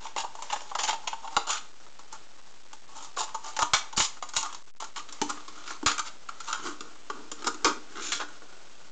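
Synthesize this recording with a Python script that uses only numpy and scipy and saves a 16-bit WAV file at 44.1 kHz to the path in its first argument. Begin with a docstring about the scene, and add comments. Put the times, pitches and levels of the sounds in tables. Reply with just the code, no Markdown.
"""A faint rub of plastic over thin hiss comes first, then dry snaps: scissors cut a strip from a thin plastic bottle.
Each stroke of the large blades is a run of tiny fractures; in between, the wall buckles and snaps under the fingers.
All of it rings the wall, its dense high modes and the air inside, which booms more once the bottle is slit open.
The hands work over a desk in a small room; the hardest cracks overload the microphone with bursts of low noise."""
import sys
import numpy as np
from scipy import signal
from scipy.fft import rfft, irfft
from scipy.io import wavfile

SR = 44100
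rng = np.random.default_rng(int(sys.argv[2]) if len(sys.argv) > 2 else 0)


def output_pcm(signal):
    """Save a mono or channel-first signal as 16-bit PCM at the path in sys.argv[1].

    Samples are clipped to [-1, 1] before scaling.
    """
    pcm = np.clip(np.atleast_2d(signal).T, -1, 1) * 32767
    wavfile.write(sys.argv[1], SR, np.round(pcm).astype(np.int16))


N = 392931


def undb(db):
    """Decibels to gain."""
    return 10 ** (np.asarray(db) / 20)


def clock(seconds):
    """Sample times of a short stretch."""
    return np.arange(max(int(seconds * SR), 8)) / SR


def unit(x, size=None):
    """Scale to rms 1 over the first size samples."""
    return x / np.sqrt(np.mean(x[:size] ** 2) + 1e-18)


def fade(t, t60):
    """Exponential decay by 60 dB in t60 seconds."""
    return np.exp(-np.log(1000) * t / t60)


def add(out, start_s, x):
    """Mix x into out at start_s."""
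    i = int(np.clip(start_s * SR, 0, N - 1))
    out[i:i + len(x)] += x[:N - i]


def low_pass(order, corner_hz):
    """Filter sections that pass the lows."""
    return signal.butter(order, corner_hz, fs=SR, output="sos")


def colour(points, tilt_db=0, ripple_db=0, spacing_hz=300, size=2048):
    """Causal response with a given spectrum, tilted around 4300 Hz, with chance resonances on top."""
    hz, db = np.transpose(points)
    bins = np.maximum(np.fft.rfftfreq(size, 1 / SR), 1)
    tilt = tilt_db * np.clip(np.log2(bins / 4300), -1, 1)
    ripple = ripple_db * np.interp(bins / spacing_hz, np.arange(size), rng.standard_normal(size))
    spectrum_db = np.interp(np.log(bins), np.log(hz), db) + tilt + ripple
    # folding the cepstrum puts the energy as early as possible (minimum phase)
    cepstrum = irfft(np.log(undb(spectrum_db)))
    cepstrum[1:size // 2] *= 2
    cepstrum[size // 2 + 1:] = 0
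    return irfft(np.exp(rfft(cepstrum)))


def through(x, response):
    """Pass x through a response, keeping its length."""
    return signal.fftconvolve(x, response)[:len(x)]


# spectral shape of the room and microphone noise: frequency_hz, relative_level_db
HISS_COLOUR = [(25, 8), (110, 1.5), (270, 10), (900, 11), (1200, 4.5), (1450, 10.5), (1750, 3), (4000, 2.5),
               (7200, -0.5), (8000, -8)]
# the faint noise, with a brief dip: time_s, level_db
HISS_LEVEL = [(0, -56.5), (2.5, -56.5), (4.55, -59), (4.68, -59), (4.785, -66), (4.85, -59), (5.101, -56.5),
              (8.65, -55.5)]


def hiss():
    """Smooth background noise: random samples shaped by a fixed spectrum and a slow level curve."""
    level_db = np.interp(np.arange(N) / SR, *np.transpose(HISS_LEVEL))
    noise = through(rng.standard_normal(N), colour(HISS_COLOUR))
    return undb(level_db) * unit(noise)


def reflections(low_t60=.38, high_t60=.26, low_db=-10, high_db=-9, split_hz=1800, build_s=0.0072):
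    """Response of a small room: it builds up within milliseconds, and the treble dies first."""
    t = clock(.6)
    noise = rng.standard_normal(len(t))
    low = signal.sosfilt(low_pass(1, split_hz), noise)
    tail = 0
    for band, t60, db in ((low, low_t60, low_db), (noise - low, high_t60, high_db)):
        shape = fade(t, t60) * (1 - np.exp(-(t / build_s) ** 2))
        tail = tail + undb(db) * band * shape / np.linalg.norm(shape)
    return tail


def room(x, count=6):
    """The reflections crossfade from place to place as the hands move the bottle about."""
    place = np.linspace(0, count - 1, N)
    wet = 0
    for k in range(count):
        share = np.sqrt(np.maximum(1 - np.abs(place - k), 0))
        wet = wet + through(x * share, reflections())
    return x + wet


def ring(modes, pitch_hz=None, spread_oct=0.46, *, scatter_db, detune):
    """Damped modes with chance levels and detuning; those near pitch_hz, if given, are favoured."""
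    hz, width_hz, db = np.transpose(modes)
    chance = rng.standard_normal((len(hz), 3)).T
    gain = undb(db + scatter_db * chance[0]) * np.sign(chance[1])
    if pitch_hz is not None:
        gain = gain / (1 + (np.log2(hz / pitch_hz) / spread_oct) ** 2) ** 2
    t = clock(.13)[:, None]
    decay = np.exp(-np.pi * width_hz * t)
    tones = np.sin(2 * np.pi * hz * (1 + detune * chance[2]) * t)
    return (decay * tones) @ gain


def radiate(force, response, corner_hz):
    """A small thin body radiates little below its lowest modes."""
    high_pass = signal.butter(2, corner_hz, "highpass", fs=SR, output="sos")
    return signal.sosfilt(high_pass, through(force, response))


# bending modes of the wall, before chance and grip: frequency_hz, width_hz, relative_level_db
WALL_MODES = [(610, 72, 8.5), (745, 36, -2), (807, 34, 0), (889.4, 38, 2.5), (982, 81, -3), (1063, 62, -5),
              (1135, 57, -1.5), (1239, 52, 0), (1347, 55, -3), (1415, 45, 0.5), (1605, 75, 0),
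              (1832, 70, -4), (2140, 140, -6)]


def wall_ring(force, pitch_hz=None):
    """The bending modes of the wall; grip and point of contact favour those near one pitch."""
    return radiate(force, ring(WALL_MODES, pitch_hz, scatter_db=2, detune=0.012), corner_hz=408.6)


# modes of the hollow body, before chance: frequency_hz, width_hz, relative_level_db
HOLLOW_MODES = [(234.5, 30, -11.5), (299.8, 21.3, 0), (345, 35, -7.5), (374.8, 50, 1), (457, 11, -11.5)]


def hollow_ring(force):
    """The hollow body booms in modes steadier than those of the wall."""
    return radiate(force, ring(HOLLOW_MODES, scatter_db=1.5, detune=0.0013), corner_hz=213.3)


# colour of the dense high modes, before tilt and ripple: frequency_hz, relative_level_db
CRACKLE_COLOUR = [(150, -26), (450, -10.5), (1300, 2.5), (1850, -0.5), (2300, 2), (2550, -0.5), (2850, 3.5),
                  (3300, 3.5), (3900, 2), (4900, 0), (5900, 1), (7100, 3.5), (7700, -4), (8600, -29),
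                  (9300, -38.5)]


def crackle(force, tilt_db, sheet_t60=0.028, sheet_db=-17, count=5):
    """Each crack arrives directly, then scatters through the high modes of one of a few spots of the sheet."""
    t = clock(0.051)
    spot = rng.integers(0, count, len(force))
    out = 0
    for k in range(count):
        sheet = undb(sheet_db) * rng.standard_normal(len(t)) * fade(t, sheet_t60)
        sheet[0] = 1  # direct arrival
        tone = colour(CRACKLE_COLOUR, tilt_db, ripple_db=4)
        out = out + through(force * (spot == k), through(sheet, tone))
    return out


def bottle(force, size, hollow_db, crackle_db, tilt_db, pitch_hz):
    """A force rings wall, hollow body and high modes, balanced by their rms over the first size samples."""
    force = np.pad(force, (0, SR // 10))  # room for the ring to die
    wall = unit(wall_ring(force, pitch_hz), size)
    hollow = undb(hollow_db) * unit(hollow_ring(force), size)
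    return wall + hollow + undb(crackle_db) * unit(crackle(force, tilt_db), size)


# a harder push is more local: it favours the wall over the hollow body
USUAL_DB, HOLLOW_DB_PER_DB = -38.5, -0.59
# grip and opening slit tune the bottle: time_s, hollow_re_wall_db (at the usual push), favoured_wall_pitch_hz
GRIP = [(0, -24.5, 966), (1.27, -26.5, 954), (1.499, -25, 1196), (2.2, -20.5, 1080), (3.6, -24, 1043),
        (4.9, -22.5, 1168), (5.4, -10, 1145), (5.75, -19.5, 1280), (6.52, -27.5, 1250), (6.62, -3.5, 1266),
        (7.2, -5, 1156), (7.75, -1.5, 1290), (8.199, -10.5, 1365), (8.9, -7.5, 1210)]


def grip(time_s, push_db=USUAL_DB):
    """Hollow level and wall pitch drift with the grip; a harder push weakens the hollow share."""
    times, *columns = np.transpose(GRIP)
    hollow_db, pitch_hz = (np.interp(time_s, times, column) for column in columns)
    return hollow_db + HOLLOW_DB_PER_DB * (push_db - USUAL_DB), pitch_hz


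def fractures(size, rate, scatter_db):
    """Tiny cracks at random moments (rate per second), of uneven strength."""
    chance = rng.random((size, 2)).T
    strength_db = scatter_db * np.minimum(-np.log(1 - chance[0]), 4)
    strength = undb(strength_db) * rng.choice([-1, 1], size)
    return unit(strength * (chance[1] < rate / SR))


def unevenness(t, rate_hz, spread_db):
    """A gain that wanders at random as the contact sticks and slips."""
    steps = rng.standard_normal(len(t) // 40)
    return undb(spread_db * np.interp(t * rate_hz, np.arange(len(steps)), steps))


REST_DB = -61  # creep of the fingers while they only hold the bottle, before the rubbing trims
# fingers or blades slide over the plastic; the row at 3.764 is the ring left by the hard crack before it:
# start_s, length_s, wall_db (before the rubbing trims), crackle_re_wall_db (before the rubbing trims)
RUBS = [(-0.12, 0.24, -42, 1.5), (0.341, 0.43, -48.5, 5), (0.79, 0.13, -41, 4), (0.933, 0.3, -49.5, -5.5),
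        (1.284, 0.16, -41, -3.5), (1.505, 0.12, -48.5, 10), (2.837, .3, -49, -3.5),
        (3.198, 0.15, -45.5, -5.5), (3.42, 0.2, -53, 6.5), (3.764, .14, -44, -15), (4.33, 0.26, -45, -2.5),
        (5.051, 0.49, -49.5, 1), (5.472, 0.36, -46, 1.5), (5.866, 0.2, -51.5, -2), (6.371, .18, -50.5, 6.5),
        (6.558, 0.21, -44.5, 1), (6.765, 0.23, -54, -4.5), (7.05, 0.29, -58.5, 0.5),
        (7.352, 0.14, -50.5, 2), (7.576, 0.12, -47.5, -6), (7.876, 0.25, -48.5, 0.5),
        (8.18, 0.28, -56.5, 1.5)]


def sliding(times, rest_crackle_db=-3):
    """Gains of wall and crackle: every row swells and fades in one arch above the resting creep."""
    start_s, length_s, wall_db, crackle_db = np.transpose(RUBS)
    arches = np.sin(np.pi * np.clip((times[:, None] - start_s) / length_s, 0, 1))
    wall = np.hypot(arches @ undb(wall_db), undb(REST_DB))
    high = np.hypot(arches @ undb(wall_db + crackle_db), undb(REST_DB + rest_crackle_db))
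    return wall, high


def rubbing(wall_db=-3.5, crackle_db=-4.5, boom_db=4):
    """Overlapping patches of faint, fine grains: creep and slides over the plastic, and one ring after a crack."""
    out, t = np.zeros(N), clock(.2)
    half_s = t[-1] / 2
    for middle_s in np.arange(0, N / SR, half_s):
        start_s = max(middle_s - half_s, 0)
        wall_gain, crackle_gain = sliding(start_s + t)
        hollow_db, pitch_hz = grip(middle_s)
        force = fractures(len(t), rate=1100, scatter_db=4.0) * unevenness(t, rate_hz=70, spread_db=3.5)
        body = unit(wall_ring(force, pitch_hz)) + undb(hollow_db + boom_db) * unit(hollow_ring(force))
        high = unit(crackle(force, 0))
        patch = wall_gain * undb(wall_db) * body + crackle_gain * undb(crackle_db) * high
        add(out, start_s, patch * np.sin(np.pi * t / t[-1]))
    return out


# the whole bottle buckles and jerks: start_s, cascade_t60_s, wall_db (before the buckle trim), hollow_re_wall_db,
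# crackle_re_wall_db, favoured_wall_pitch_hz, overload_db
BUCKLES = [(1.366, 0.043, -18.5, -19, -5, 1056, -39.5), (3.627, .033, -25.5, -16.5, -2, 1010, -41),
           (3.7345, 0.15, -24, -23, 6.5, 1125, -37), (3.976, 0.13, -39, -10, 9.5, 1145, -35),
           (4.0015, 0.1, -41, -30, 20, 1360, -38), (4.365, 0.027, -38, -24, 14.5, 1330, -45.5),
           (5.2156, 0.058, -25.5, -2, -1, 890, -57), (5.829, 0.016, -39, 7, -10, 1040, -62),
           (5.8609, 0.18, -27.5, -21, 8, 1306, -35), (7.6453, 0.17, -23, -7.5, 3, 1210, -41),
           (8.1201, .11, -38, -19, 12.5, 1300, -71)]


def overload_lows(t60=0.047, corner_hz=220):
    """A short burst of low noise as the hardest cracks overload the microphone."""
    out, t = np.zeros(N), clock(.08)
    for start_s, *_, overload_db in BUCKLES:
        burst = signal.sosfilt(low_pass(2, corner_hz), rng.standard_normal(len(t)) * fade(t, t60))
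        add(out, start_s, undb(overload_db) * unit(burst, len(clock(.015))))
    return out


def give_way(rise_s, t60, click_db=23, yield_s=0.00076):
    """The wall gives way with a click, stronger the faster it yields, then a dying cascade of smaller ones."""
    t = clock(0.54)
    shape = np.minimum(t / rise_s, 1) * fade(np.maximum(t - rise_s, 0), t60)
    force = fractures(len(t), rate=3000, scatter_db=3) * shape
    force[int(rise_s * SR)] += undb(click_db) / (1 + (rise_s / yield_s) ** 2)
    return force


def buckles(rise_s=0.00032, tilt_db=0.77, gain_db=-0.5):
    """The bottle jumps into a new shape: a hard crack with its own ring."""
    out, size = np.zeros(N), len(clock(.012))
    for start_s, t60, wall_db, hollow_db, crackle_db, pitch_hz, _ in BUCKLES:
        sound = bottle(give_way(rise_s, t60), size, hollow_db, crackle_db, tilt_db, pitch_hz)
        add(out, start_s, undb(wall_db + gain_db) * sound)
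    return out


# modes of the steel, damped by the plastic between the blades, before chance:
# frequency_hz, width_hz, relative_level_db
BLADE_MODES = [(2793, 94, 3.5), (2900, 120, -4), (3190, 120, -0.5), (7060, 270, -5), (7020, 54, 2.5)]
# spans in which the blades sit in the plastic and ring with its cracks: start_s, end_s, blade_re_crackle_db
BITES = [(0, 1.6, -4.5), (3.1, 4.5, -12), (6.4, 8.1, -10.5)]


def blades(time_s, force, size):
    """The steel rings with a crack only while it bites the plastic."""
    gain = sum(undb(db) for start_s, end_s, db in BITES if start_s <= time_s < end_s)
    response = ring(BLADE_MODES, scatter_db=2.5, detune=.005)
    steel = radiate(np.pad(force, (0, SR // 10)), response, corner_hz=1800)
    return gain * unit(steel, size)


SNAP_T60_S = 0.042  # cascade after a snap
# small snaps of the wall under blades and fingers: start_s, rise_s, wall_db (before the snap trim),
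# crackle_re_wall_db, brightness_db_per_octave
SNAPS = [(0.0479, .001, -38, -11, 5), (0.1632, 0.00034, -28.5, -6.5, -6), (0.1776, 0.00039, -35, -3.5, -6),
         (0.2395, 0.0035, -36, -15, 1.5), (0.352, .0004, -39.5, -8.5, 6), (0.3851, .004, -39, -16, 3),
         (0.4223, 0.00056, -35.5, -3.5, 7.5), (0.498, 0.0048, -37, 0, -8.5), (0.528, .0026, -27, -8, 6),
         (0.5608, .0006, -35, -9, -5), (0.6173, .0006, -43.5, -4, 10.5), (0.7139, 0.00039, -34, -17, -5),
         (0.7489, 0.003, -26.5, -7, 0), (0.7871, 0.0032, -33.5, 2, -3.5), (0.832, .0044, -34, 4.5, -1),
         (0.8852, .0003, -30, -15, 12), (0.8929, 0.0015, -26.5, -4.5, -3.5),
         (0.93, 0.00016, -28, -10, -1.5), (1.072, 0.0024, -31, 1.5, 1), (1.129, .0003, -28.5, -11, -6),
         (1.276, 0.00036, -37, -6, -6), (1.501, 0.0042, -39, 11, 8.5), (1.864, 0.00054, -50.5, -9, -4),
         (1.992, .0002, -45, -4.5, 2), (2.1241, 0.003, -41, 0, 10.5), (2.7307, 0.00038, -44.5, 0.5, 4.5),
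         (3.17, .0026, -30, -16, -1), (3.2057, 0.00037, -36, 4.5, 7), (3.342, 0.0043, -30.5, -7.5, 5.5),
         (3.565, 0.00044, -32.5, 0, 1), (3.5903, 0.0003, -24, -4.5, 2), (3.6206, .0004, -21, -7, 1.5),
         (3.9267, 0.00095, -38, -5, 5), (3.9705, 0.0063, -36, 9.5, 6.5), (4.1666, 0.0038, -46, -7, 3),
         (4.2245, 0.00087, -31.5, -5.5, 0), (4.2871, 0.0036, -50.5, 10, 5), (4.335, 0.00096, -38, -1, 2.5),
         (4.4285, .0003, -35.5, 4, 9.5), (4.461, .0003, -35, -5.5, 8), (4.527, 0.00029, -47.5, 6, 2),
         (4.5465, .0003, -43, 4, 3), (4.7993, 0.0035, -39.5, 1, 3), (4.8239, 0.00025, -35, -9.5, 2),
         (4.842, .0003, -47, 5.5, 4.5), (4.96, .0008, -38.5, 2, -4), (5.0863, 0.0039, -50, 6.5, -3.5),
         (5.1241, 0.0011, -47.5, 8.5, 9), (5.2968, .005, -32, -3.5, 12), (5.371, 0.0021, -41.5, -8, -2),
         (5.4778, 0.0018, -41, -2, 0), (5.6766, .0003, -43, 3.5, -3.5), (5.702, 0.0043, -35, -5, 1),
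         (5.9146, 0.00036, -32, 3, 1.5), (5.98, 0.00065, -33.5, 2, 1.5), (5.9931, 0.00031, -28.5, 0.5, 2),
         (6.2863, 0.0034, -32, -9.5, 3), (6.4004, 0.0032, -38.5, -1.5, 2), (6.5283, 0.00019, -28, -1, 1.5),
         (6.5949, 0.0014, -41.5, -6, -7), (6.807, 0.00025, -40.5, 2.5, 5), (7.1, .0003, -29.5, -10, -0.5),
         (7.316, 0.00028, -39.5, 6, 3.5), (7.422, 0.00035, -41.5, -3, 0.5), (7.4422, 0.0029, -38, 0.5, 0.5),
         (7.4664, 0.0037, -29, 3, 3.5), (7.4752, 0.00027, -24.5, -10, 3.5), (7.5437, .0004, -44.5, 2, 2),
         (8.196, .004, -36.5, -3, -8.5), (8.2855, 0.00032, -49, -7, 11), (8.418, 0.0018, -49, -14, -1.5),
         (8.5214, 0.0056, -54, -4.5, -2)]


def snaps(gain_db=-1.56):
    """A small patch of the wall snaps and rings the bottle as it is held."""
    out, size = np.zeros(N), len(clock(.012))
    for start_s, rise_s, wall_db, crackle_db, tilt_db in SNAPS:
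        hollow_db, pitch_hz = grip(start_s, wall_db)
        force = give_way(rise_s, SNAP_T60_S)
        body = bottle(force, size, hollow_db, crackle_db, tilt_db, pitch_hz)
        steel = undb(crackle_db) * blades(start_s, force, size)
        add(out, start_s, undb(wall_db + gain_db) * body)
        add(out, start_s, undb(wall_db + gain_db) * steel)
    return out


CREST_SHARE = 0.32  # how far into a stroke the blades press hardest
SLIPS_PER_S, SLIP_DB_PER_DB = 1000, 0.5  # base rate; the crisper a stroke, the more finely it is divided
# strokes of cutting and crinkling: start_s, length_s, wall_db (before the stroke trim),
# crackle_re_wall_db, brightness_db_per_octave
STROKES = [(0.162, .072, -34.5, -0.5, 3), (0.228, 0.031, -31.5, -21, -2), (0.522, 0.023, -29.5, -5, 0.5),
           (0.784, 0.037, -34.5, 1.5, 1), (0.826, 0.033, -36.5, 6, 3.5), (0.876, 0.039, -32.5, 3.5, -2),
           (0.918, 0.034, -36, -6, -6), (1.227, .062, -38.5, -14.5, -0.5), (1.468, 0.056, -31, -2.5, 2),
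           (1.514, 0.049, -34.5, 1.5, 1.5), (2.12, .047, -46, -5, 0), (2.945, 0.064, -47.5, -0.5, 9.5),
           (3.008, 0.064, -50, 5, 6), (3.164, .086, -34, 1, 3.5), (3.435, 0.083, -40.5, -2, 6),
           (3.59, 0.053, -32, -5, 7.5), (3.964, 0.052, -32, 7, 8), (4.001, 0.067, -42, 15, 5.5),
           (4.35, 0.068, -37, 7, 7), (4.42, 0.056, -39.5, -4.5, 2), (4.8, 0.06, -45.5, -1, 2.5),
           (4.962, 0.046, -39, 1, 0), (5.289, 0.027, -33, -1, 4.5), (5.665, 0.064, -47.5, 2.5, 3.5),
           (6.05, 0.046, -51.5, 12, -0.5), (6.471, 0.054, -34, -4.5, 1.5), (6.523, 0.073, -37.5, -6, 1),
           (6.638, 0.093, -37.5, -4.5, 2.5), (7.138, .13, -51.5, -9.5, -2), (7.445, 0.058, -37.5, -6, 3.5),
           (7.672, 0.06, -35, -8.5, -3.5), (7.76, 0.029, -49.5, -11, 3), (7.953, 0.072, -39.5, -3.5, -2.5),
           (8.007, .14, -49.5, 14, 2.5), (8.13, 0.06, -45.5, 9.5, 3.5), (8.19, 0.055, -35, -3.5, -4)]


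def strokes(gain_db=-2.5):
    """The blades shear on in small slips and ring a little; the run of fractures swells to a crest and dies."""
    out = np.zeros(N)
    for start_s, length_s, wall_db, crackle_db, tilt_db in STROKES:
        t = clock(length_s)
        hollow_db, pitch_hz = grip(start_s, wall_db)
        pressure = np.sqrt(np.interp(t / length_s, [0, CREST_SHARE, 1], [.1, 1, 0]))
        slips = SLIPS_PER_S * undb(SLIP_DB_PER_DB * max(crackle_db, 0))
        force = fractures(len(t), rate=slips, scatter_db=2.5) * pressure
        force = force * unevenness(t, rate_hz=214, spread_db=1.5)
        body = bottle(force, len(t), hollow_db, crackle_db, tilt_db, pitch_hz)
        steel = undb(crackle_db) * blades(start_s, force, len(t))
        add(out, start_s, undb(wall_db + gain_db) * body)
        add(out, start_s, undb(wall_db + gain_db) * steel)
    return out


def scene():
    """The bottle in the room, with the overload's low bursts and the hiss added dry."""
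    handled = rubbing() + buckles() + snaps() + strokes()
    return (room(handled) + overload_lows() + hiss())[None]


def convert(x, rate_hz=16000, step=.0052):
    """A coarse converter: quiet sound barely flips its last step, so it fizzes, and fainter sound vanishes."""
    sampled = signal.resample(x, N * rate_hz // SR)
    stepped = np.round(np.pad(sampled, (0, 2)) / step) * step
    return signal.resample_poly(stepped, SR, rate_hz)[:N]


def record(dry, ceiling=0.59, offset=-0.012, top_hz=9100):
    """A small recorder rounds the highest peaks, samples coarsely, cuts the top and sits slightly off zero."""
    rounded = ceiling * np.tanh(dry[0] / ceiling)
    sampled = convert(rounded)[None]
    top_cut = signal.ellip(8, .2, 70, top_hz, fs=SR, output="sos")
    return signal.sosfilt(top_cut, sampled) + offset


dry = scene()
out = record(dry)
output_pcm(out)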